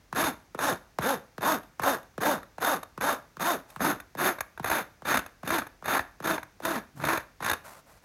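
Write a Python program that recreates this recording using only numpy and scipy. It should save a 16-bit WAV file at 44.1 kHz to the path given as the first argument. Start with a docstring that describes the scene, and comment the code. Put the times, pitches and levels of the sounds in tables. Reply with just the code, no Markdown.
"""A steel hole saw is dragged by hand over plastic mesh on a concrete floor, in nineteen steady strokes.
Each time it lands with a knock, then its teeth zip over the ribs of the mesh: the faster the hand,
the higher the pitch. The saw's steel cup rings along. Teeth snag and snap free, most often in the
later strokes, and once the mesh sheet judders. The loose sheet rustles, mainly at the end.
Behind it all are a quiet room rumble and a faint echo."""
import sys
import numpy as np
from scipy import signal
from scipy.fft import rfft, irfft
from scipy.io import wavfile

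SR = 44100
rng = np.random.default_rng(int(sys.argv[2]) if len(sys.argv) > 2 else 0)


def master_out(mix):
    """Clip the mix to full scale and print it as 16-bit PCM to the path in sys.argv[1]."""
    frames = np.transpose(np.atleast_2d(mix))
    ceiling = np.clip(frames, -1, 1)
    pcm = np.round(ceiling * 32767).astype(np.int16)
    wavfile.write(sys.argv[1], SR, pcm)


N = 354828
TIME = np.arange(N) / SR


def from_db(db):
    """Turn decibels into a volume multiplier."""
    return np.exp(np.asarray(db) * (np.log(10) / 20))


def rms_one(x):
    """Scale a signal to an average power of 1."""
    return x / np.sqrt(np.mean(x ** 2) + 1e-20)


def drift(turns_per_s):
    """A random wobble, about 1 in size."""
    points = rng.standard_normal(N // 8)
    return rms_one(np.interp(TIME * turns_per_s, np.arange(len(points)), points))


def keep_side(x, hz, side):
    """Keep the "low" or the "high" side of a frequency."""
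    sos = signal.butter(2, hz, side, fs=SR, output="sos")
    return signal.sosfilt(sos, signal.sosfilt(sos, x + 1e-18))


def colour(x, spectrum, size=4096):
    """Give a sound the tone colour in a table of (pitch_hz, level_db) rows."""
    hz, db = np.transpose(spectrum)
    grid_hz = np.maximum(np.fft.rfftfreq(size, 1 / SR), 1)
    gain = from_db(np.interp(np.log(grid_hz), np.log(hz), db))
    # build a filter that rings only after a hit, never before it
    cepstrum = irfft(np.log(gain))
    response = irfft(np.exp(rfft(np.r_[0, 2 * cepstrum[1:size // 2]], size)))
    return signal.fftconvolve(x, response / np.linalg.norm(response))[:N]


def swell(rows, fade_s):
    """A volume curve through (time_s, level_db) rows, fading out beyond both ends."""
    time_s, db = np.transpose(rows)
    outside_s = np.maximum(np.maximum(time_s[0] - TIME, TIME - time_s[-1]), 0)
    return from_db(np.interp(TIME, time_s, db)) * np.maximum(1 - outside_s / fade_s, 0)


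def add(track, start_s, sound):
    """Mix a short sound into a track."""
    start = max(round(start_s * SR), 0)
    track[start:start + len(sound)] += sound[:N - start]


def grains(per_s, spread_db):
    """Tiny fractures make clicks at random times."""
    sizes = from_db(spread_db * np.minimum(rng.exponential(1, N), 4))
    signs = rng.choice([-1, 1], N)
    return rms_one(sizes * signs * (rng.random(N) < per_s / SR))


# Tone colour of the quiet room: pitch_hz, level_db
ROOM_COLOUR = [(25, -34), (32, -21), (42, -1.5), (66, -7.5), (103, -9.5), (426, -20), (913, -22.5),
               (2100, -25), (3060, -31), (6210, -29.5), (7800, -36.5), (16000, -39)]

def room_noise(level_db=-61):
    """A steady low rumble with a little hiss."""
    return from_db(level_db) * colour(rng.standard_normal(N), ROOM_COLOUR, size=16384)


def room_echo(x, delay_s=0.0033, dull_fade_s=0.32, bright_fade_s=0.36):
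    """The walls return a faint tail: a dull layer and a bright one, each falling 60 dB in its fade time."""
    t = TIME[:SR]
    noise = rng.standard_normal((2, SR)) * (t > delay_s)
    dull_fade = from_db(-60 * t / dull_fade_s)
    dull = signal.sosfilt(signal.butter(2, 3100, fs=SR, output="sos"), noise[0]) * dull_fade
    bright = noise[1] * from_db(-8 - 60 * t / bright_fade_s)
    tail = (dull + bright) / np.linalg.norm(dull_fade)
    return from_db(-12.5) * signal.fftconvolve(x, tail)[:N]


# Tone colour of the loose sheet: pitch_hz, level_db
RUSTLE_COLOUR = [(59, -31), (100, -6), (373, -12.5), (583, -2), (1360, -6.5), (1520, -7), (1680, -10),
                 (3050, -20.5), (12400, -19.5), (16000, -29)]
# The sheet slides and bends: start_s, length_s, level_db
SHEET_SLIDES = [(3.668, 0.12, -55), (6.95, 0.059, -50.5), (7.632, .16, -46.5), (7.856, 0.12, -55.5),
                (8.018, .06, -55)]

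def rustle(edge_s=0.03):
    """The loose sheet crackles softly over the concrete; each slide starts quickly and runs down."""
    volume = np.zeros(N)
    for start_s, length_s, db in SHEET_SLIDES:
        end_db = db - 43 * length_s
        volume += swell([(start_s + edge_s, db), (start_s + length_s, end_db)], edge_s)
    return volume * colour(grains(per_s=2100, spread_db=0), RUSTLE_COLOUR)


# The sheet shakes as the saw creeps into one stroke: time_s, level_db
JUDDER_LEVELS = [(6.96, -44.5), (7.0, -45), (7.05, -32.5), (7.09, -42)]

def judder(pitch_hz=143, wobble=0.0785):
    """The saw sticks and slips unevenly, shaking a low tone out of the sheet."""
    phase = 2 * np.pi * np.cumsum(pitch_hz * (1 + wobble * drift(120))) / SR
    tone = np.sin(phase) + 0.53 * np.sin(2 * phase)
    flutter = from_db(3.9 * drift(150))
    return swell(JUDDER_LEVELS, fade_s=0.029) * rms_one(tone * flutter)


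# Tone colour of the plastic mesh: pitch_hz, level_db
MESH_COLOUR = [(29, -13), (50, -22), (194, -5), (285, -3.5), (427, -6), (583, -2), (727, -0.5), (830, -1),
               (957, -0.5), (1670, 3), (1990, -3.5), (2450, -5), (2930, -14.5), (3330, -17), (3650, -14),
               (4000, -16), (5200, -30.5), (8800, -120)]

def mesh(push):
    """The plastic answers a push mostly with low and middle pitches."""
    return colour(push, MESH_COLOUR)


# Tone colour of the scratching tooth tips: pitch_hz, level_db
TOOTH_COLOUR = [(1500, -15.5), (2600, 6), (4300, -2), (5000, 0), (6000, 2), (7800, -5.5), (9500, 0),
                (12000, -7.5), (14300, -22.5), (16000, -19.5)]
# Notes of the steel cup, damped by the hand: pitch_hz, width_hz (wider dies sooner), level_db
CUP_NOTES = [(3654, 89, 4), (6142, 80, -10), (6404, 104, 1.5), (9088, 80, -8), (9930, 133, -1),
             (10740, 120, -5), (11000, 190, 0), (11455, 320, -1), (13020, 275, 2.5), (12640, 75, -11),
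             (15000, 150, -6), (15400, 140, -13.5)]

def steel(push, ring_db=13, grip_db=1.5):
    """The tooth tips scratch and the cup rings; the shifting grip makes each note louder or softer."""
    out = colour(push, TOOTH_COLOUR)
    starts_s = np.array(SAW_STROKES)[:, 0]
    for k, (hz, width_hz, db) in enumerate(CUP_NOTES):
        decay = np.exp(-np.pi * width_hz / SR)
        feedback = [1, -2 * decay * np.cos(2 * np.pi * hz / SR), decay ** 2]
        gain = (1 - decay ** 2) / 2
        ring = signal.lfilter([gain, 0, -gain], feedback, push + 1e-18)
        grip = np.interp(TIME, starts_s, from_db(db + grip_db * rng.standard_normal(len(starts_s))))
        out += (-1) ** k * ring * grip * from_db(ring_db)
    return out / np.std(out) * np.std(push)


# Tone colour of a landing on the sheet: pitch_hz, level_db
THUD_COLOUR = [(30, -26), (70, 1), (150, 7.5), (300, -3), (600, -1.5), (1100, -2), (1600, -8.5),
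               (2400, -30.5), (5000, -30), (16000, -35.5)]
# The saw lands: start_s, level_db
LANDINGS = [(0.126, -20), (0.547, -25.5), (0.986, -16), (1.38, -26), (1.795, -17.5), (2.179, -23.5),
            (2.581, -25), (2.976, -26), (3.368, -30), (3.761, -26.5), (4.15, -30), (4.596, -24.5),
            (5.02, -33.5), (5.431, -27.5), (5.823, -32), (6.202, -30.5), (6.601, -30.5), (7.0, -38),
            (7.403, -27.5)]

def knocks(lag_s=0.0092, lag_hz=200, scatter_s=0.002564, teeth=4, size=8192):
    """A few teeth touch down; the bending sheet carries the high pitches first and the low ones late."""
    t, hz = TIME[:size], np.maximum(np.fft.rfftfreq(size, 1 / SR), 30)
    colour_hz, colour_db = np.transpose(THUD_COLOUR)
    gain = from_db(np.interp(np.log(hz), np.log(colour_hz), colour_db))
    delay_s = lag_s * (lag_hz / hz) ** 1.2
    bending_wave = gain * np.exp(-2j * np.pi * np.cumsum(delay_s) * SR / size)
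    touch_shape = np.minimum(t / 0.0063, 1) * np.exp(-t / 0.0086)
    thud, touch = np.zeros(N), np.zeros(N)
    for start_s, db in LANDINGS:
        taps_s = 0.0023 + scatter_s * rng.random(teeth)
        taps = sum((-.65) ** k * np.exp(-2j * np.pi * hz * s) for k, s in enumerate(taps_s))
        pulse = irfft(bending_wave * taps)
        add(thud, start_s - .002, from_db(db) * pulse / np.abs(pulse).max())
        add(touch, start_s - .001, from_db(db) * touch_shape * rng.standard_normal(size))
    tick = from_db(-25) * steel(touch, ring_db=-11)
    rattle = from_db(-17) * mesh(touch)
    return from_db(0.5) * thud + tick + rattle


# A tooth catches on a rib and snaps free: time_s, level_db, steel_db (added for the steel's part)
TOOTH_SNAGS = [(0.16, -16.5, -11), (0.241, -13, -12), (0.59, -14, -14), (1.632, -38, -6), (1.819, -25, -13),
               (1.835, -9, -11), (2.03, -41, -5), (2.207, -36, -17), (2.43, -26.5, -14), (2.831, -24, -6),
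               (3.01, -14, -12), (3.399, -37, -21), (3.702, -38.5, 1.5), (3.806, -13, -27),
               (4.001, -24, -8), (4.385, -17, -20), (4.407, -12, -6.5), (4.576, -23.5, -18),
               (4.644, -7, -13.5), (4.659, -11, -20), (4.7, -10, -8), (4.714, -8, -14), (5.054, -17.5, -16),
               (5.143, -8.5, -10), (5.172, -8, -6.5), (5.191, -15.5, -9), (5.262, -26, -8),
               (5.476, -12.5, -8.5), (5.505, -8, -12.5), (5.584, -12, -8), (5.619, -15, -25),
               (5.668, -23, -12.5), (5.857, -17, -10.5), (5.882, -15, -14), (5.968, -9.5, -14),
               (5.993, -6.5, -22), (6.243, -24.5, -5), (6.273, -19.5, -4), (6.38, -14, -30),
               (6.43, -21, -14), (6.652, -10.5, -6), (7.039, -9, -18), (7.051, -20, -1), (7.087, -8, -14),
               (7.175, -7.5, -15), (7.425, -17.5, -12), (7.445, -12.5, -11), (7.462, -13.5, -6.5),
               (7.498, -14, -3), (7.514, -7, -10.5), (7.533, -9.5, -9.5)]

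def snags(snap_s=0.002):
    """Each snap sends a short burst into the sheet and the cup, with a soft thump on the floor."""
    t = TIME[:SR // 30]
    sheet, cup = np.zeros(N), np.zeros(N)
    for time_s, db, steel_db in TOOTH_SNAGS:
        crackle = rms_one(rng.standard_normal(len(t)) * (rng.random(len(t)) < .3))
        burst = from_db(db) * t / snap_s * np.exp(1 - t / snap_s) * crackle
        add(sheet, time_s - .001, burst)
        add(cup, time_s - .001, burst * from_db(steel_db))
    plastic = keep_side(mesh(sheet), 250, "high")
    crack = from_db(-10) * rms_one(keep_side(keep_side(sheet, 1670, "high"), 2400, "low"))
    thump = from_db(-17) * rms_one(keep_side(keep_side(sheet, 110, "low"), 57, "high"))
    return from_db(-11) * (plastic + steel(cup) + np.std(sheet) * (crack + thump))


def sticking(lead_s=0.0056, width_s=0.0022, dip_db=-10):
    """Just before each snag lets go, the caught saw is nearly still, so the scrape dips."""
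    t, caught = TIME[:SR // 40], np.zeros(N)
    bump = np.exp(-((t - t.mean()) / width_s) ** 2)
    for time_s, *_ in TOOTH_SNAGS:
        add(caught, time_s - lead_s - t.mean(), bump)
    return from_db(dip_db * np.minimum(caught, 1))


def rib_ticks(ribs_passed, jitter=.05, uneven_db=1, teeth=4):
    """A few teeth each tick once per rib, slipping a little early and late."""
    out = np.zeros(N)
    for tooth in range(teeth):
        place = ribs_passed + .3 * drift(9) + jitter * drift(300)
        furthest_rib = np.floor(np.maximum.accumulate(place))
        crossed = np.diff(furthest_rib, prepend=0) > 0
        out += crossed * from_db(uneven_db * rng.standard_normal(N)) * (-1) ** tooth
    return rms_one(out)


# The pure tones that make up the zip: multiple (of the rib rate), level_db
ZIP_TONES = [(1, -5), (2, -1.5), (3, 0), (4, -6), (5, -16)]

def zip_tone(ribs_passed, buzz_db, zip_db, waver_db=2.5):
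    """Teeth riding the ribs in step pump the sheet into a tone, rougher where it is weak."""
    out = np.zeros(N)
    place = ribs_passed + 0.014 * from_db(-1.6 * zip_db) * drift(130)
    for multiple, db in ZIP_TONES:
        cycles = multiple * place + rng.random() + .03 * drift(50)
        level_db = db + waver_db * drift(45)
        if multiple == 1:  # the lowest tone swells with the buzz of the sheet
            level_db += .5 * (buzz_db + 21.5)
        out += from_db(level_db) * np.sin(2 * np.pi * cycles)
    return rms_one(out)


def hand_pressure(bite_db=13, arch_db=5.5, release_db_per_s=388, skim_db_per_s=116, fade_s=0.0039):
    """The teeth bite, press hardest mid-stroke, ease off, then skim the mesh as the saw lifts."""
    t, force = TIME[:SR // 3], np.zeros(N)
    for start_s, attack_s, hold_s, level_db, *_ in SAW_STROKES:
        bite = np.minimum(t / attack_s, 1)
        held = np.clip((t - attack_s) / hold_s, 0, 1)
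        eased_s = np.maximum(t - attack_s - hold_s, 0)
        press_db = level_db - bite_db * (1 - bite) - arch_db * (2 * held - 1) ** 2
        release_db = np.maximum(-release_db_per_s * eased_s, -20.5 - skim_db_per_s * eased_s)
        add(force, start_s, from_db(press_db + release_db) * np.minimum(t / fade_s, 1))
    return force


# One drag of the saw per row: start_s, attack_s, hold_s, level_db, time_to_top_speed_s,
# half_speed_arc_s, top_ribs_per_s, zip_db, buzz_db, bright_db, steel_db, ring_db
SAW_STROKES = [ (.145, 0.0086, 0.14, -28, 0.092, 0.12, 332, -6.5, -9.5, -1, -4, 13.5),
               (.575, 0.031, 0.12, -26, 0.087, 0.094, 304, -9, -14, -8, -4.5, 10.5),
               (1.003, 0.023, 0.12, -27, 0.1, 0.099, 280, -1, -17.5, -4.5, -6, 13.5),
               (1.405, 0.026, 0.12, -24, 0.1, .10, 322, -1.5, -16, -8.5, -7, 13),
               (1.814, 0.012, 0.12, -24, 0.07, 0.12, 283, -8, -22.5, -11.5, -7, 10),
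               (2.2, 0.013, 0.14, -26, 0.086, .12, 301, -4, -13, -7, -7, 12),
               (2.6, 0.021, .13, -25, .091, .11, 309, -6.5, -18, -9, -6.5, 14),
               (3.002, 0.014, 0.12, -25, 0.085, .125, 303, -7.5, -17.5, -9.5, -7, 13.5),
               (3.392, 0.017, .14, -27, .098, .10, 356, -4.5, -16.5, -5, -4.5, 12),
               (3.793, 0.014, 0.12, -28.5, .075, 0.092, 321, -12, -7, -4, -5, 14),
               (4.17, 0.02, 0.12, -26.5, 0.094, .17, 382, -13, -8.5, -3, -6, 14.5),
               (4.625, .04, 0.14, -28, 0.1, .15, 320, -11, -13, 0, -6.5, 14.5),
               (5.044, 0.028, 0.11, -26.5, .066, .15, 294, -21, -11, 0, -5.5, 12),
               (5.445, 0.037, 0.12, -29, 0.092, .12, 340, -8, -10, 0.5, -5.5, 12.5),
               (5.84, 0.036, 0.11, -26, .110, 0.16, 288, -17, -13.5, -0.5, -8, 14),
               (6.222, 0.032, 0.1, -28, 0.079, 0.18, 334, -11, -8, -2.5, -6.5, 12.5),
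               (6.62, 0.028, 0.13, -30, 0.057, 0.18, 333, -10, -9, -2.5, -6, 11.5),
               (6.995, 0.053, 0.13, -28, 0.13, .17, 336, -23, -13, -1.5, -7, 11.5),
               (7.405, 0.027, 0.098, -29.5, .095, 0.15, 288, -11.5, -12, 1, -4, 7.5)]

def saw_scrape(slowest=.25, buzz_below_hz=460, bright_above_hz=1200):
    """The hand speeds up and slows in an arc; the ticks follow it, with grit torn loose at every rib."""
    strokes = np.array(SAW_STROKES)
    current = strokes[np.searchsorted(strokes[1:, 0], TIME)].T  # each sample's stroke settings
    start_s, _, _, _, top_s, half_s, ribs_per_s, zip_db, buzz_db, bright_db, steel_db, ring_db = current
    progress = (TIME - start_s - top_s) / half_s  # 0 at top speed
    speed = np.maximum(1 - progress ** 2, slowest)
    ribs_passed = np.cumsum(ribs_per_s * speed) / SR
    ticks = rms_one(rib_ticks(ribs_passed) / np.sqrt(speed))
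    rib_pulse = 1 + 0.35 * np.cos(2 * np.pi * ribs_passed)
    grit = rms_one(grains(per_s=14000, spread_db=2.5) * rib_pulse)
    buzz = rms_one(keep_side(mesh(ticks + from_db(1) * grit), buzz_below_hz, "low"))
    body = keep_side(mesh(ticks + from_db(5) * grit), buzz_below_hz, "high")
    # a tilted saw bites with fewer teeth and sounds brighter
    dull = rms_one(keep_side(body, bright_above_hz, "low"))
    bright = rms_one(keep_side(body, bright_above_hz, "high"))
    rasp = (dull + from_db(bright_db) * bright) / np.sqrt(1.345 * (1 + from_db(2 * bright_db)))
    # the teeth fall into step around mid-stroke, trading rasp for tone
    in_step = from_db(zip_db + 3) * np.interp(progress, [-.8, -.1, .4, .9], [.15, 1, 1.2, .9])
    tone = in_step * zip_tone(ribs_passed, buzz_db, zip_db)
    sheet = (rasp + tone) / np.sqrt(1 + 0.49 * in_step ** 2)
    # slow teeth thud, fast teeth scratch
    buzz *= from_db(buzz_db + 5.3 * (1.37 - speed))
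    scratch = steel(grit + 0.12 * ticks, ring_db) * from_db(steel_db + 3.47 * (speed - 1.57))
    flutter = from_db(1.53 * drift(140))
    return hand_pressure() * sticking() * flutter * (buzz + sheet + scratch)


def scene():
    """Saw and sheet close by, over quiet room noise, in one channel."""
    work = saw_scrape() + knocks() + snags() + judder() + rustle()
    background = room_noise()
    return keep_side(work + room_echo(work), 40, "high")[None] + background


def record(dry, cutoff_hz=16000):
    """Cut away the very highest treble steeply."""
    return signal.sosfilt(signal.ellip(10, .2, 80, cutoff_hz, fs=SR, output="sos"), dry)


dry = scene()
out = record(dry)
master_out(out)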